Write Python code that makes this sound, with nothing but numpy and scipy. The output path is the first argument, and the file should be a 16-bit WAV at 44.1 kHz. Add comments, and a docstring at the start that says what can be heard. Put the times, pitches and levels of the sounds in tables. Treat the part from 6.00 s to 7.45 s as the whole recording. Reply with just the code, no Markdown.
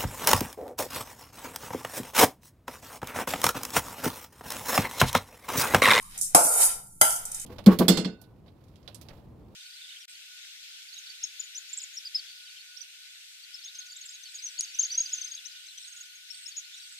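"""A small hard kitchen: dry lentils and chillies shift in a tilted metal pan above a steel grinder jar.
Lentils are random collisions, coloured into hiss, rustle and drumming, that also excite the pan's modes.
Two sharp knocks, each a noise crack, a decaying wash and struck modes; lentils slide after the first.
Noise bursts make dull chilli bumps, bright lentil ticks before, during and after the slide, and a soft
early scuff. Steady coloured noise makes a faint low rumble."""
import sys
import numpy as np
from scipy import signal
from scipy.fft import rfft, irfft
from scipy.io import wavfile
from scipy.ndimage import uniform_filter1d

SR = 44100
rng = np.random.default_rng(int(sys.argv[2]) if len(sys.argv) > 2 else 0)


def dump(signal):
    """Clip the signal to [-1, 1] and save it as 16-bit WAV at the path in sys.argv[1]."""
    limited = np.clip(np.atleast_2d(signal).T, -1, 1)
    pcm = np.round(limited * 32767).astype(np.int16)
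    wavfile.write(sys.argv[1], SR, pcm)


N = 63945
TIME_S = np.arange(N) / SR
LEFT_LAG_S = 0.0002886
CRACK_ATTACK_S, CRACK_HOLD_S, CRACK_T60_S = 0.00061, 0.003, 0.029


def from_db(db):
    """Converts dB to an amplitude factor."""
    return 10 ** (np.asarray(db) / 20)


def rms_one(x):
    """Scales a signal to rms 1 over all its channels."""
    return x / np.sqrt(np.mean(x ** 2) + 1e-20)


def unit_energy(x):
    """Scales each channel of an impulse response to energy 1."""
    return x / np.sqrt(np.sum(x ** 2, axis=1, keepdims=True))


def panned(left_minus_right_db):
    """Left and right gains, as a column."""
    return from_db(np.array([[left_minus_right_db], [-left_minus_right_db]]) / 2)


def per_bin(points):
    """Interpolates a frequency table over log frequency at every FFT bin."""
    hz, value = np.transpose(points)
    return np.interp(np.log(np.fft.rfftfreq(N, 1 / SR) + 1), np.log(hz), value)


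def filtered(x, gain_db):
    """Applies a gain in dB to every bin."""
    return irfft(rfft(x) * from_db(gain_db), N)


# Likeness of left and right. Each row: frequency in Hz, correlation (no unit).
LIKENESS = [(40, 1), (140, 0.84), (400, 0.95), (700, 0.4), (1300, 0.19), (2500, 0.084), (10000, 0.051)]


def coloured(spectrum, source=None):
    """Colours two unrelated signals (default white noise), mixes them to stereo, lags the left; rms 1."""
    if source is None:
        source = rng.standard_normal((2, N))
    mid, side = rfft(source) * from_db(per_bin(spectrum))
    alike = np.clip(per_bin(LIKENESS), -.98, .98)
    mid = mid * np.sqrt(1 + alike)
    side = side * np.sqrt(1 - alike)
    lag = np.exp(-2j * np.pi * np.fft.rfftfreq(N, 1 / SR) * LEFT_LAG_S)
    return rms_one(irfft(np.array([(mid + side) * lag, mid - side]), N))


def envelope(start_s, attack_s, hold_s, t60_s):
    """Straight rise, hold, exponential decay by 60 dB per t60."""
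    age_s = TIME_S - start_s
    decay_age_s = np.maximum(age_s - attack_s - hold_s, 0)
    return np.clip(age_s / attack_s, 0, 1) * np.exp(-np.log(1000) * decay_age_s / t60_s)


def ring(start_s, hz, t60_s, attack_s=CRACK_ATTACK_S):
    """One struck mode: a decaying sine whose phase lags on the left."""
    age_s = TIME_S - start_s - np.array([[LEFT_LAG_S], [0]])
    return np.sin(2 * np.pi * hz * age_s) * envelope(start_s, attack_s, 0, t60_s)


ROOM_T60_S, ROOM_GAP_S = 0.3, 0.0028


def kitchen(x):
    """Dense reflections from hard walls: convolution with decaying noise of unit energy."""
    echoes = rng.standard_normal((2, N)) * envelope(ROOM_GAP_S, ROOM_GAP_S, 0, ROOM_T60_S)
    return signal.fftconvolve(x, unit_energy(echoes), axes=1)[:, :N]


GRAINS_PER_S, GRAIN_SPREAD_DB = 6800, 3.5


def grains(per_s=GRAINS_PER_S):
    """Random tiny collisions of either sign, mostly weak, a few strong."""
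    size_db = GRAIN_SPREAD_DB * np.minimum(rng.exponential(1, (2, N)), 5)
    impulses = from_db(size_db) * rng.choice([-1, 1], (2, N))
    return impulses * (rng.random((2, N)) < per_s / SR)


# Lentil slide. Each row: time in s, hiss in dB, 2-5 kHz rustle in dB, pan drumming in dB.
SLIDE_LEVELS = [(0, -49, -56, -61), (.08, -52.5, -61, -111), (0.161, -52, -48.5, -56.5),
                (0.238, -82, -64, -80), (0.338, -64, -58, -63), (.37, -39, -53, -27),
                (0.446, -21, -92, -42.5), (0.5, -24.5, -53, -36), (0.576, -24, -44.5, -35.5),
                (0.63, -17.5, -30.5, -33), (0.669, -21, -53, -48.5), (0.691, -58, -40.5, -52.5),
                (0.781, -52, -63, -52.5), (.9, -54, -108.5, -75), (0.998, -55.5, -80, -87),
                (1.04, -29, -57, -52), (1.15, -34.5, -77, -80), (1.21, -68, -66.5, -55.5),
                (1.359, -49, -52.5, -57.5), (1.45, -62, -53.5, -76.5)]
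# Colours of hiss, rustle and drumming. Each row: frequency in Hz, relative density in dB per Hz.
HISS_COLOUR = [(1500, -49.5), (2800, -51.5), (4300, -39.5), (5200, -28), (6000, -17), (6500, -15.5),
               (7100, -4), (7600, -3.5), (8700, 0.5), (9900, 2.5), (11200, -3.5), (12200, -6), (13000, -10),
               (14200, -12), (15000, -20)]
RUSTLE_COLOUR = [(500, -31), (1400, -3), (1900, 2.5), (2250, 2), (2550, 3), (2750, -7.5), (3000, 3.5),
                 (3280, 1.5), (3450, -29), (3620, 8.5), (3850, 3.5), (4080, -0.5), (4400, 0), (4620, -7),
                 (4850, 4), (5600, -1), (8000, -9.5)]
DRUMMING_COLOUR = [(200, -63.5), (360, -20), (460, 4), (580, -1), (700, 7.5), (880, 4.5), (1130, -4.5),
                   (1380, 4.5), (1700, -15.5), (2300, -12.5), (5000, -60)]
# Pan modes. Each row: frequency in Hz, t60 in s, heavy knock in dB, light knock in dB (both before
# the knock filters), level under sliding lentils in dB relative to their hiss.
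PAN_MODES = [(340.4, 0.23, -30.5, -42, -43.5), (611, 0.46, -28.5, -41, -49), (625, 0.23, -30, -25, -35.5),
             (670.7, 0.43, -25, -33.5, -46), (694, 0.35, -19, -39.5, -34.5), (803, 0.34, -26.5, -29, -50.5),
             (852, 0.35, -24.5, -29.5, -53), (854, 0.42, -31.5, -42, -39), (895.5, 0.2, -17.5, -33, -20),
             (1019, 0.35, -32.5, -36, -34.5), (1143, 0.11, -23, -51, -45.5), (1358, 0.47, -36, -24.5, -25),
             (1373, 0.51, -33, -27, -29.5), (2050, 0.084, -47, -16.5, -47), (2206, 0.15, -40, -32.5, -35),
             (3128, 0.23, -40.5, -34, -51.5), (3236, .07, -39.5, -44, -42.5), (3590, .2, -51.5, -48, -45),
             (3940, 0.19, -37.5, -37, -46.5), (4400, .07, -37, -52, -30.5), (4820, 0.35, -32.5, -46, -27.5),
             (5080, 0.33, -43.5, -44, -34.5), (5580, .08, -33.5, -52, -21.5),
             (6030, 0.14, -33.5, -33, -20.5), (6420, 0.13, -35, -24, -27), (6590, 0.18, -35.5, -34, -20.5),
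             (6840, .11, -39, -43, -20), (8070, .3, -19, -49, -25), (8280, .35, -36.5, -21, -26),
             (8706, 0.23, -24.5, -42, -12.5), (9700, 0.35, -41, -25.5, -25.5), (9738, 0.2, -38.5, -45, -15),
             (10070, 0.23, -18.5, -34, -19), (10360, 0.19, -33.5, -46, -20.5)]
BOUNCES_PER_S, BOUNCE_DB = 370, -4  # harder bounces, relative to the other collisions
SLIDE_PAN_DB, SLIDE_ROOM_DB = -2.2, -4.5


def sliding_lentils():
    """Collisions hiss and rustle on the metal, drum on the pan's floor and keep its modes singing."""
    time_s, *levels_db = np.transpose(SLIDE_LEVELS)
    hiss_gain, rustle_gain, drum_gain = (from_db(np.interp(TIME_S, time_s, db)) for db in levels_db)

    pan = sum(from_db(db) * unit_energy(ring(0, hz, t60_s)) for hz, t60_s, _, _, db in PAN_MODES)
    singing = signal.fftconvolve(hiss_gain * rms_one(grains()), pan, axes=1)[:, :N]

    collisions = rms_one(grains()) + from_db(BOUNCE_DB) * rms_one(grains(BOUNCES_PER_S))
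    hiss = hiss_gain * coloured(HISS_COLOUR, collisions) * panned(SLIDE_PAN_DB)
    rustle = rustle_gain * coloured(RUSTLE_COLOUR, grains())
    drumming = drum_gain * coloured(DRUMMING_COLOUR, grains())
    direct = hiss + rustle + drumming
    return direct + singing + from_db(SLIDE_ROOM_DB) * kitchen(direct)


WASH_ATTACK_S = 0.00084
TAIL_CONTRAST, GAP_T60_S = 0.58, 0.2  # depth factor of the spectral gaps, their emptying time


def ringing_out(wash, colour, start_s):
    """Gaps between resonances empty first, so the peaks stand out more as the ring ages."""
    colour_db = per_bin(colour)
    gap_db = np.minimum(colour_db - uniform_filter1d(colour_db, size=1600), 0)
    late = filtered(wash, TAIL_CONTRAST * gap_db)
    return late + (wash - late) * envelope(start_s, WASH_ATTACK_S, 0, GAP_T60_S)


# Knocks, heavy then light. Each row: start in s, crack in dB, wash in dB, wash t60 in s.
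# Levels precede the knock filters.
KNOCKS = [(.3472, -4.5, -11, 0.35), (1.0124, -7, -16.5, 0.49)]
# Knock colours, heavy then light. Each row: frequency in Hz, relative density in dB per Hz.
KNOCK_COLOURS = [
    [(40, -24.5), (90, -12.5), (170, -1.5), (230, 0.5), (330, 8), (410, -7), (520, 8.5), (720, 9),
     (1000, 4), (1500, 0), (1800, -15.5), (2150, -13), (2600, -9), (2850, -13.5), (3050, -24.5),
     (3500, -19), (4400, -14), (4900, -9.5), (5500, -2), (5800, -12), (6100, -2.5), (6650, -2.5),
     (7050, -11.5), (7350, 4), (7900, 3), (8350, -3.5), (8750, 7), (9400, -1), (10200, 1.5), (11400, 0.5),
     (12500, -8.5), (13900, -7), (15200, -27)],
    [(40, -9), (130, -7.5), (250, -16), (480, -7.5), (680, -1), (900, 3), (1150, -10), (1370, 8),
     (1700, -8.5), (2050, -6.5), (2600, -13), (3150, -0.5), (3550, -11), (4200, -21.5), (4800, -2.5),
     (5100, -3.5), (5450, -15), (6200, -1), (7000, -8), (7650, 4.5), (8400, -8.5), (9200, 9.5), (9850, -7),
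     (10450, 9.5), (11000, -3), (11600, -4), (12050, 5.5), (12800, -20), (13700, -4.5), (14500, -32),
     (15200, -20)],
]
# Crack tilts, heavy then light. Each row: frequency in Hz, gain in dB.
CRACK_TILTS = [
    [(150, 4), (600, -1), (1400, -1.5), (3000, 2), (9000, 1)],
    [(150, 3.5), (600, -1), (1400, -8.5), (3000, -3), (10000, 2)],
]
# Pan's brief heave under a blow. Each row: frequency in Hz, t60 in s, heavy knock in dB, light knock in dB.
# Levels precede the knock filters.
THUD_MODES = [(167, 0.12, -30, -35.5), (253, 0.083, -27, -41.5), (713, 0.016, -6.5, -22)]
# Knock radiation balance. Each row: frequency in Hz, left minus right in dB.
KNOCK_BALANCE = [(100, -13), (170, -2), (350, -0.5), (700, -1), (1400, 5), (3000, 1), (6000, 0),
                 (10000, -0.5), (14000, -2.5)]
BASS_SPLIT_HZ, BASS_T60_S = 385, 0.13
RING_SWELL_S = 0.0063  # the pan's ring takes a moment to fill the room
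KNOCK_LOW_CUT_HZ = 138  # low cut that keeps the knocks free of deep bass


def knocks():
    """A blow cracks, excites a wash of crowded resonances whose bass dies first, and rings clear modes."""
    out = np.zeros((2, N))
    bass_filter = signal.butter(4, BASS_SPLIT_HZ, fs=SR, output="sos")
    for k, (start_s, crack_db, wash_db, wash_t60_s) in enumerate(KNOCKS):
        colour = KNOCK_COLOURS[k]
        crack = filtered(coloured(colour), per_bin(CRACK_TILTS[k]))
        crack_envelope = envelope(start_s, CRACK_ATTACK_S, CRACK_HOLD_S, CRACK_T60_S)
        out += from_db(crack_db) * crack * crack_envelope

        wash = ringing_out(coloured(colour), colour, start_s)
        bass = signal.sosfiltfilt(bass_filter, wash)
        upper_decay = (wash - bass) * envelope(start_s, WASH_ATTACK_S, 0, wash_t60_s)
        bass_decay = bass * envelope(start_s, WASH_ATTACK_S, 0, BASS_T60_S)
        out += from_db(wash_db) * (upper_decay + bass_decay)

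        for modes, attack_s in ((PAN_MODES, RING_SWELL_S), (THUD_MODES, CRACK_ATTACK_S)):
            for hz, t60_s, *level_db in modes:
                out -= from_db(level_db[k]) * ring(start_s, hz, t60_s, attack_s)
    low_cut = signal.butter(2, KNOCK_LOW_CUT_HZ, "high", fs=SR, output="sos")
    out = signal.sosfilt(low_cut, out)
    return filtered(out, per_bin(KNOCK_BALANCE) * np.array([[1], [-1]]) / 2)


# Chilli bumps. Each row: start in s, level in dB.
TUMBLES = [(0.406, -31), (0.45, -33), (0.461, -51), (1.041, -43)]
# Bump colour. Each row: frequency in Hz, relative density in dB per Hz.
TUMBLE_COLOUR = [(120, -24), (250, -1), (320, 6.5), (430, -21)]
TUMBLE_ATTACK_S, TUMBLE_T60_S = 0.0046, 0.063


def tumbles():
    """Jolted chillies drop back on the pan after each knock: soft, dull bursts of noise."""
    bumps = sum(from_db(db) * envelope(start_s, TUMBLE_ATTACK_S, 0, TUMBLE_T60_S)
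                for start_s, db in TUMBLES)
    return bumps * coloured(TUMBLE_COLOUR)


# Single lentils on metal. Each row: start in s, level in dB, left minus right in dB,
# room send in dB relative to the tick.
TICKS = [(0.026, -45.5, 4, -11), (0.1763, -32, -1.5, 3), (0.187, -35, 0.5, -2.5), (0.2118, -23, -3.5, -0.5),
         (0.2218, -28, 4.5, 6), (0.4444, -33, -2, -8), (0.466, -26.5, 5, -15), (0.605, -26, -12, -1),
         (0.614, -23.5, -6, -2), (0.62, -26.5, 3, 5), (0.712, -31, 7, 4.5), (0.87, -52, 4, -18),
         (1.1043, -26, -2, -1), (1.123, -30, -9.5, -3), (1.16, -30, -2.5, -1), (1.2523, -28.5, 0, -1),
         (1.3157, -30, -1.5, -2), (1.3448, -28.5, -1, 0), (1.3975, -33.5, -4, -2), (1.414, -36.5, -0.5, 1)]
# Tick colour. Each row: frequency in Hz, relative density in dB per Hz.
TICK_COLOUR = [(1000, -58), (3000, -31.5), (4000, -17), (4900, -9.5), (5700, -0.5), (8000, 6.5),
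               (9300, 7.5), (11500, 0.5), (13500, -7), (15200, -14)]
TICK_ATTACK_S, TICK_HOLD_S, TICK_T60_S = 0.00059, 0.0036, 0.025


def ticks():
    """Stray lentils strike short bright bursts from the metal that hang in the room."""
    direct, room_send = 0, 0
    metal = coloured(TICK_COLOUR, grains())
    for start_s, db, pan_db, room_db in TICKS:
        burst = metal * envelope(start_s, TICK_ATTACK_S, TICK_HOLD_S, TICK_T60_S)
        tick = from_db(db) * panned(pan_db) * burst
        direct = direct + tick
        room_send = room_send + from_db(room_db) * tick
    return direct + kitchen(room_send)


# Scuff colour. Each row: frequency in Hz, relative density in dB per Hz.
SCUFF_COLOUR = [(750, -33.5), (950, -5), (1070, 0.5), (1200, -2), (1400, -33), (2000, -63)]
SCUFF_DB = -53.5
SCUFF_START_S, SCUFF_ATTACK_S, SCUFF_HOLD_S, SCUFF_T60_S = 0.005, 0.025, 0.02, 0.35


def scuff():
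    """A faint hollow rub against the pan at the start: narrow-band noise that fades."""
    fade = envelope(SCUFF_START_S, SCUFF_ATTACK_S, SCUFF_HOLD_S, SCUFF_T60_S)
    return from_db(SCUFF_DB) * coloured(SCUFF_COLOUR) * fade


# Rumble colour. Each row: frequency in Hz, relative density in dB per Hz.
RUMBLE_COLOUR = [(20, 4), (45, -10), (90, -10.5), (150, -6), (260, -18.5), (600, -37), (2000, -70.5),
                 (12000, -42)]
RUMBLE_DB = -53.5


def rumble():
    """Steady noise weighted to the lowest frequencies."""
    return from_db(RUMBLE_DB) * coloured(RUMBLE_COLOUR)


def scene():
    """Lentils, knocks and chillies in the pan over the kitchen's rumble."""
    return sliding_lentils() + knocks() + tumbles() + ticks() + scuff() + rumble()


CLIP_LEVEL, CUTOFF_HZ = 1.3, 15400


def record(dry):
    """Rounds the loudest peaks, then cuts the top steeply."""
    rounded = CLIP_LEVEL * np.tanh(dry / CLIP_LEVEL)
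    top_cut = signal.ellip(10, .1, 70, CUTOFF_HZ, fs=SR, output="sos")  # 0.1 dB ripple, 70 dB stop
    return signal.sosfilt(top_cut, rounded)


dry = scene()
out = record(dry)
dump(out)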